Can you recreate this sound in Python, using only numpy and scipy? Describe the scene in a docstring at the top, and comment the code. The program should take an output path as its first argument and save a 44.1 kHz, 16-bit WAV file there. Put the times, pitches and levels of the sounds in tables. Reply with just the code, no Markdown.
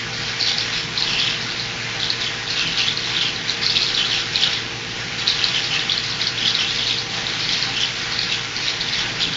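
"""A yard with a tank: pressurised water gushes from the drain valve and sprays over gravel and concrete.
Air comes with it in hissing spurts: swarms of small ringing bubbles spit through the valve,
and single big ones pop. Slab, tank and wall answer closely.
A pump motor hums behind the low rumble of the flow."""
import sys
import numpy as np
from scipy import signal
from scipy.fft import rfft, irfft, next_fast_len
from scipy.io import wavfile
from scipy.ndimage import uniform_filter1d, map_coordinates

SR = 44100
rng = np.random.default_rng(int(sys.argv[2]) if len(sys.argv) > 2 else 0)


def store_wav(level_fs):
    """Save 16-bit WAV to argv[1]."""
    pcm = np.round(np.clip(np.atleast_2d(level_fs), -1, 1) * 32767)
    wavfile.write(sys.argv[1], SR, pcm.T.astype(np.int16))


N = 412776


def amp(db):
    """Decibels to gain."""
    return 10 ** (np.asarray(db) / 20)


def unit(x):
    """x at rms 1."""
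    return x / np.sqrt(np.mean(x ** 2) + 1e-20)


def curve(rows):
    """(time_s, value) points to one value per sample."""
    return np.interp(np.arange(N) / SR, *np.transpose(rows))


def wobble(rate_hz):
    """Smooth random curve with knots at rate_hz."""
    knots = rng.standard_normal(int(N * rate_hz / SR) + 4)
    return map_coordinates(knots, [np.arange(N) * rate_hz / SR])


def filtered(x, response):
    """x filtered by response(hz)."""
    size = next_fast_len(N + SR // 2)
    return irfft(rfft(x, size) * response(np.fft.rfftfreq(size, 1 / SR)), size)[:N]


def coloured(x, spectrum):
    """x shaped by (freq_hz, gain_db) points on a log axis; rms 1."""
    freq_hz, gain_db = np.transpose(spectrum)
    return unit(filtered(x, lambda hz: amp(np.interp(np.log(hz + 1), np.log(freq_hz), gain_db))))


def resonant(x, modes):
    """x plus the ring of the modes it excites."""
    return filtered(x, lambda f: 1 + sum(
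        amp(db) * 1j * f * width / (hz * hz - f * f + 1j * f * width) for hz, width, db in modes))


def turbulence(patchy_db):
    """White noise with drifting patches of random gain; rms 1."""
    bins = signal.stft(rng.standard_normal(N), nperseg=512)[2]
    patches = uniform_filter1d(rng.standard_normal(bins.shape), size=6, axis=0)
    patches = unit(uniform_filter1d(patches, size=12, axis=1))
    return unit(signal.istft(bins * amp(patchy_db * patches), nperseg=512)[1][:N])


# motor hum: shaft_multiple, level_db
PUMP_HARMONICS = [(1, -55.5), (2, -42.5), (4, -50), (6, -51.5), (7, -54.5), (8, -46.5), (9, -56.5)]
# fade as the listener steps back: time_s, gain_db
PUMP_GAIN = [(0, 1.5), (5, 1.5), (7.5, 0.5), (9.36, -0.5)]
def pump(shaft_hz=58.18, waver_db=0.6):
    """A motor hums on multiples of its nearly steady shaft speed."""
    turns = np.cumsum(shaft_hz * (1 + 0.00042 * wobble(2))) / SR
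    hum = sum(amp(db + waver_db * wobble(4)) * np.sin(2 * np.pi * (multiple * turns + rng.random()))
              for multiple, db in PUMP_HARMONICS)
    return np.sqrt(2) * amp(curve(PUMP_GAIN)) * hum


# flow rumble: freq_hz, gain_db
RUMBLE_SPECTRUM = [(12, -27), (25, -7.5), (45, -6), (80, -11.5), (110, -3.5), (165, 2.5), (210, -6),
                   (270, -4), (340, -6), (390, -11.5), (430, -6), (520, -14.5), (800, -18.5), (1500, -35)]
# flow strength: time_s, level_db
RUMBLE_LEVEL = [(0.0, -38), (0.49, -40.5), (0.75, -37.5), (2.61, -40), (2.68, -32), (2.74, -38),
                (8.86, -38.5), (9.31, -34.5), (9.36, -38)]
def rumble(gain_db=1):
    """The turbulent flow rumbles."""
    return amp(curve(RUMBLE_LEVEL) + gain_db) * coloured(turbulence(patchy_db=0.5), RUMBLE_SPECTRUM)


# water on gravel and concrete: freq_hz, gain_db
SPRAY_SPECTRUM = [(200, -31), (550, -10.5), (720, -10.5), (900, -5.5), (1300, -5), (1500, -3), (2100, 1.5),
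                  (3000, 0.5), (4500, -3), (5800, -6), (7200, -16), (8000, -49)]
# landing strength: time_s, level_db
SPRAY_LEVEL = [(0.0, -32.5), (1.3, -31), (1.36, -32), (4.46, -32), (4.48, -29.5), (4.69, -34),
               (5.53, -30.5), (5.63, -33.5), (5.76, -30), (5.99, -33.5), (6.8, -31.5), (7.09, -33),
               (7.14, -31), (8.55, -32.5), (8.73, -30), (8.78, -33), (9.02, -30), (9.36, -33.5)]
# hollow under the tank: freq_hz, width_hz, gain_db
HOLLOW_MODES = [(672, 20, 5), (790, 33, 6.5), (1026, 14, -1.5), (1172, 34, -4.5), (1378, 35, -4),
                (1479, 50, -1), (1665, 42, -2), (1855, 43, -6.5)]
def spray(gain_db=5, surge_db=0.5, drops_per_s=700, drop_gain=0.43):
    """Spray and single drops patter on the ground and ring the hollow under the tank."""
    level_db = curve(SPRAY_LEVEL) + surge_db * wobble(7) + gain_db
    drops = unit(rng.standard_normal(N) * (rng.random(N) < drops_per_s / SR))
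    patter = coloured(turbulence(patchy_db=1.5) + drop_gain * drops, SPRAY_SPECTRUM)
    return amp(level_db) * unit(resonant(patter, HOLLOW_MODES))


# slab, tank and wall: delay_s, gain_db
YARD_ECHOES = [(.0024, -25.5), (.0032, -11), (.0056, -39.5), (.0087, -19.5), (0.01, -11), (.0171, -23),
               (.0225, -15), (0.026, -28)]
def yard(x, tail_db=-7.5, t60_s=0.25):
    """Direct sound, echoes off the nearest surfaces and a short diffuse tail."""
    t = np.arange(SR // 2) / SR
    tail = rng.standard_normal(len(t)) * amp(-60 * t / t60_s) * (1 - np.exp(-t / 0.00096))
    response = amp(tail_db) * tail / np.linalg.norm(tail)
    response[0] = 1
    for delay_s, db in YARD_ECHOES:
        response[int(delay_s * SR)] += amp(db)
    return signal.fftconvolve(x, response)[:N]


# air in the jet: start_s, hold_s, level_db, pitch_hz
AIR_SPURTS = [(0.132, 0.18, -29.5, 4760), (0.402, 0.077, -20.5, 4400), (0.469, 0.031, -16.5, 3680),
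              (0.58, 0.03, -24.5, 4720), (0.734, 0.041, -21.5, 4100), (0.967, 0.076, -22.5, 4260),
              (1.072, 0.11, -23.5, 3125), (1.198, 0.041, -22.0, 3330), (1.239, 0.073, -24, 3630),
              (1.413, 0.0054, -24, 4500), (1.482, 0.036, -31, 4370), (1.577, 0.036, -28.5, 4340.0),
              (2.003, 0.055, -23.5, 3700), (2.106, 0.007, -25, 4260), (2.205, 0.033, -26, 3510),
              (2.249, 0.016, -28.5, 3110), (2.479, 0.13, -25.5, 4620), (2.575, 0.041, -22.5, 2800),
              (2.662, 0.031, -24, 3080), (2.713, 0.17, -29, 4220), (2.784, 0.028, -18, 3150),
              (2.873, 0.0063, -21.5, 3660), (2.974, 0.039, -27, 4110), (3.047, 0.11, -25, 3620),
              (3.157, 0.034, -24.5, 3250), (3.217, 0.022, -19, 3165), (3.343, 0.025, -34, 4000),
              (3.484, 0.012, -20.5, 4020), (3.626, 0.053, -21, 4560), (3.702, 0.017, -21, 4510.0),
              (3.759, 0.015, -18, 3620), (3.806, 0.083, -21.5, 4220), (3.949, 0.029, -22, 4050),
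              (3.98, 0.02, -18, 2950), (4.054, 0.14, -22, 4010), (4.116, 0.023, -22, 3190),
              (4.333, 0.069, -23.5, 3820), (4.412, 0.052, -19.5, 3320), (4.516, 0.023, -22.5, 3860),
              (5.188, 0.02, -25, 3950.0), (5.272, 0.049, -19.5, 4140), (5.386, 0.092, -26.5, 3100.0),
              (5.442, 0.005, -20, 4170), (5.541, 0.033, -19, 3430), (5.629, 0.029, -23.4, 4240),
              (5.713, 0.064, -22.5, 2960), (5.796, 0.005, -25.5, 3740), (5.893, 0.08, -25, 3670),
              (6.036, 0.026, -23, 4410), (6.102, 0.0034, -24, 4920.0), (6.2, 0.027, -23, 3940),
              (6.271, 0.005, -25, 4510), (6.376, 0.089, -23.5, 3290), (6.453, 0.044, -20.2, 3570.0),
              (6.536, 0.048, -25.5, 3940), (6.593, 0.0044, -17, 3120), (6.683, 0.066, -22, 4010),
              (6.779, 0.047, -21, 3590.0), (6.874, 0.005, -18, 4120), (6.901, 0.025, -21, 3550),
              (6.986, 0.005, -23.5, 4500), (7.102, 0.076, -28, 3910), (7.278, 0.068, -27.5, 3930),
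              (7.398, 0.145, -24, 4420), (7.521, 0.011, -20.5, 3380), (7.57, 0.1, -24, 4320),
              (7.763, 0.059, -22.5, 3250), (7.805, 0.025, -21.5, 3410), (7.963, 0.04, -25.5, 4500),
              (8.105, 0.12, -26, 4020), (8.191, 0.082, -26, 4360.0), (8.308, 0.028, -21, 3560),
              (8.564, 0.097, -27.4, 4590), (8.656, 0.05, -23.5, 3980), (8.809, 0.005, -24.5, 3940),
              (8.875, 0.096, -24.5, 5120), (8.935, 0.063, -23, 3310), (9.207, 0.021, -18.5, 3570),
              (9.325, 0.05, -24.6, 3390)]
def air(attack_s=0.015, release_db_per_s=167, sag_per_s=1.0, sag_s=0.089,
        trickle_db=-41.5, trickle_hz=3700):
    """Spurts add up over a trickle of air; returns power-weighted bubble pitch and total level."""
    t = np.arange(N) / SR
    power = amp(trickle_db + 1.5 * wobble(11)) ** 2
    weighted_pitch = power * trickle_hz
    for start_s, hold_s, db, hz in AIR_SPURTS:
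        span = slice(max(int((start_s - attack_s) * SR), 0), int((start_s + hold_s + 0.5) * SR))
        age_s = t[span] - start_s
        rise = np.clip(1 + age_s / attack_s, 0, 1)
        spurt_power = (rise * amp(db - release_db_per_s * np.maximum(age_s - hold_s, 0))) ** 2
        sink = np.exp(-sag_per_s * np.clip(age_s, 0, sag_s))  # growing bubbles drop in pitch
        power[span] += spurt_power
        weighted_pitch[span] += spurt_power * hz * sink
    return weighted_pitch / power, 10 * np.log10(power)


# jet tearing apart: freq_hz, gain_db
HISS_SPECTRUM = [(600, -19), (1600, -4), (2500, 2.5), (3600, 0.5), (4600, 1), (5500, 2.5), (6300, -9.5),
                 (7200, -13.5), (8000, -39)]
def hiss(air_db, gain_db=-8.5):
    """Escaping air shreds the jet into mist, in a fast flutter."""
    flutter_db = 2.2 * wobble(170)
    return amp(air_db + gain_db + flutter_db) * coloured(turbulence(patchy_db=3.5), HISS_SPECTRUM)


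def bubbles(start_s, gain, pitch_hz, cycles, sag):
    """Each bubble swells and dies within a few cycles; its pitch sags as it expands out of the pressure."""
    offsets = np.arange(SR // 140)
    turns = pitch_hz[:, None] * offsets / SR
    age = turns / cycles[:, None]
    envelope = (1 - np.exp(-(turns / 1.3) ** 2)) * np.exp(-age ** 3)
    phase = (1 - sag) * turns + 2 * sag * cycles[:, None] * (1 - np.exp(-age))
    ring = gain[:, None] * envelope * np.sin(2 * np.pi * (phase + rng.random((len(pitch_hz), 1))))
    samples = np.maximum(start_s * SR, 0).astype(int)[:, None] + offsets
    return np.bincount(samples.ravel(), ring.ravel(), N)[:N]


def swarm(centre_hz, rate_per_s, spread, cycles, scatter_db=3.5, lowest_hz=2560):
    """Bubbles of random size ring at random moments; rms 1."""
    count = int(rate_per_s * N / SR)
    onsets = rng.integers(0, N, count)
    tune, size, life = rng.standard_normal((count, 3)).T
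    # the bore limits bubble size, hence the lowest pitch
    pitch_hz = lowest_hz + np.abs(centre_hz[onsets] * np.exp(spread * tune) - lowest_hz)
    gain = amp(scatter_db * np.minimum(size, 1.6))
    return unit(bubbles(onsets / SR, gain, pitch_hz, cycles * np.exp(0.4 * life), sag=0.056))


def spurts(pitch_hz, air_db, gurgle_db=-6, crackle_db=-12):
    """A spurt's bubbles are alike in size; the valve shears finer, brighter ones off them."""
    gurgle = swarm(pitch_hz, rate_per_s=600, spread=0.085, cycles=8)
    crackle = swarm(np.full(N, 4400), rate_per_s=260, spread=0.12, cycles=5.5)
    return amp(air_db + gurgle_db) * gurgle + amp(air_db + crackle_db) * crackle


def spits(air_db, rate_per_s=22, gain_db=9, drive_limit_db=-11, scatter_db=2, centre_hz=3950):
    """Mid-size bubbles burst at random, as hard as the air drives them."""
    count = int(rate_per_s * N / SR)
    onsets = rng.integers(0, N, count)
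    size, tune = rng.standard_normal((count, 2)).T
    drive_db = np.minimum(air_db[onsets] + gain_db, drive_limit_db)
    gain = amp(drive_db + scatter_db * np.minimum(size, 1))
    pitch_hz = centre_hz * np.exp(0.074 * tune)
    return bubbles(onsets / SR, gain, pitch_hz, cycles=np.full(count, 8), sag=0.17)


# biggest bubbles: start_s, level_db, pitch_hz
BIG_BUBBLES = [(0.4114, -9, 4150), (0.4274, -6, 4230), (0.5834, -6, 4570), (0.9752, -11, 4030),
               (1.0236, -5, 4000), (1.1334, -10.5, 4070), (1.2017, -11, 3510), (1.2774, -10.5, 3450),
               (1.5968, -11, 4030), (2.0014, -12, 3970), (2.0318, -9, 3500), (2.1026, -4, 4100),
               (2.2189, -11, 3600), (2.5945, -11, 4200), (2.7746, -10, 3900), (2.803, -8, 3900),
               (2.8838, -7.5, 3470), (2.9736, -10, 4200), (3.1667, -7, 3484), (3.2121, -14, 3320),
               (3.3613, -14, 3970), (3.496, -6, 3900), (3.6641, -4, 4180), (3.7024, -9, 4270),
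               (3.7564, -5, 3920), (3.7684, -4.5, 3430), (3.8197, -10, 4210), (3.8304, -8, 4230),
               (3.9479, -5.5, 3960), (3.9764, -10, 3490), (4.3575, -3, 3940), (4.4353, -2.5, 3490),
               (5.2789, -1, 3960), (5.4415, -1.5, 3970), (5.6416, -9.5, 4400), (5.7932, -10, 3590),
               (5.8965, -7, 3370), (5.9194, -5, 3880), (5.9783, -6.5, 4160), (6.2158, -8.5, 4000),
               (6.2701, -6, 4360), (6.4787, -5, 3490), (6.551, -4, 3860), (6.8693, -10, 4250),
               (6.9082, -10, 3550), (7.2674, -9.5, 3680), (7.6256, -7, 4180), (8.1903, -5.5, 4260),
               (8.5649, -11, 4400), (8.6827, -8.5, 3800), (8.8159, -13, 3630)]
def pops(gain_db=-1):
    """Big bubbles leave the valve one by one with a sharp spit."""
    start_s, level_db, pitch_hz = np.transpose(BIG_BUBBLES)
    cycles = 9.5 * np.exp(0.035 * rng.standard_normal(len(start_s)))
    return bubbles(start_s, amp(level_db + gain_db), pitch_hz, cycles, sag=0.14)


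# steel elbow and valve: freq_hz, width_hz, gain_db
VALVE_MODES = [(2653, 70, 5.5), (3033, 90, 2), (3500, 39, -16.5), (4270, 29, -15), (4200, 80, -27)]
def valve(pitch_hz, air_db):
    """Bubbles of all sizes ring the steel elbow and valve."""
    return resonant(spurts(pitch_hz, air_db) + spits(air_db) + pops(), VALVE_MODES)


def scene():
    """Valve and hiss echo in the yard, over spray, rumble and pump."""
    pitch_hz, air_db = air()
    outlet = valve(pitch_hz, air_db) + hiss(air_db)
    return (yard(outlet) + spray() + rumble() + pump())[None]


def record(dry, ceiling=0.85, cutoff_hz=7550):
    """Soft peak clipping, then a steep low-pass."""
    rounded = dry[0] / (1 + (dry[0] / ceiling) ** 4) ** 0.25
    return filtered(rounded, lambda hz: 1 / np.sqrt(1 + (hz / cutoff_hz) ** 160))[None]


dry = scene()
out = record(dry)
store_wav(out)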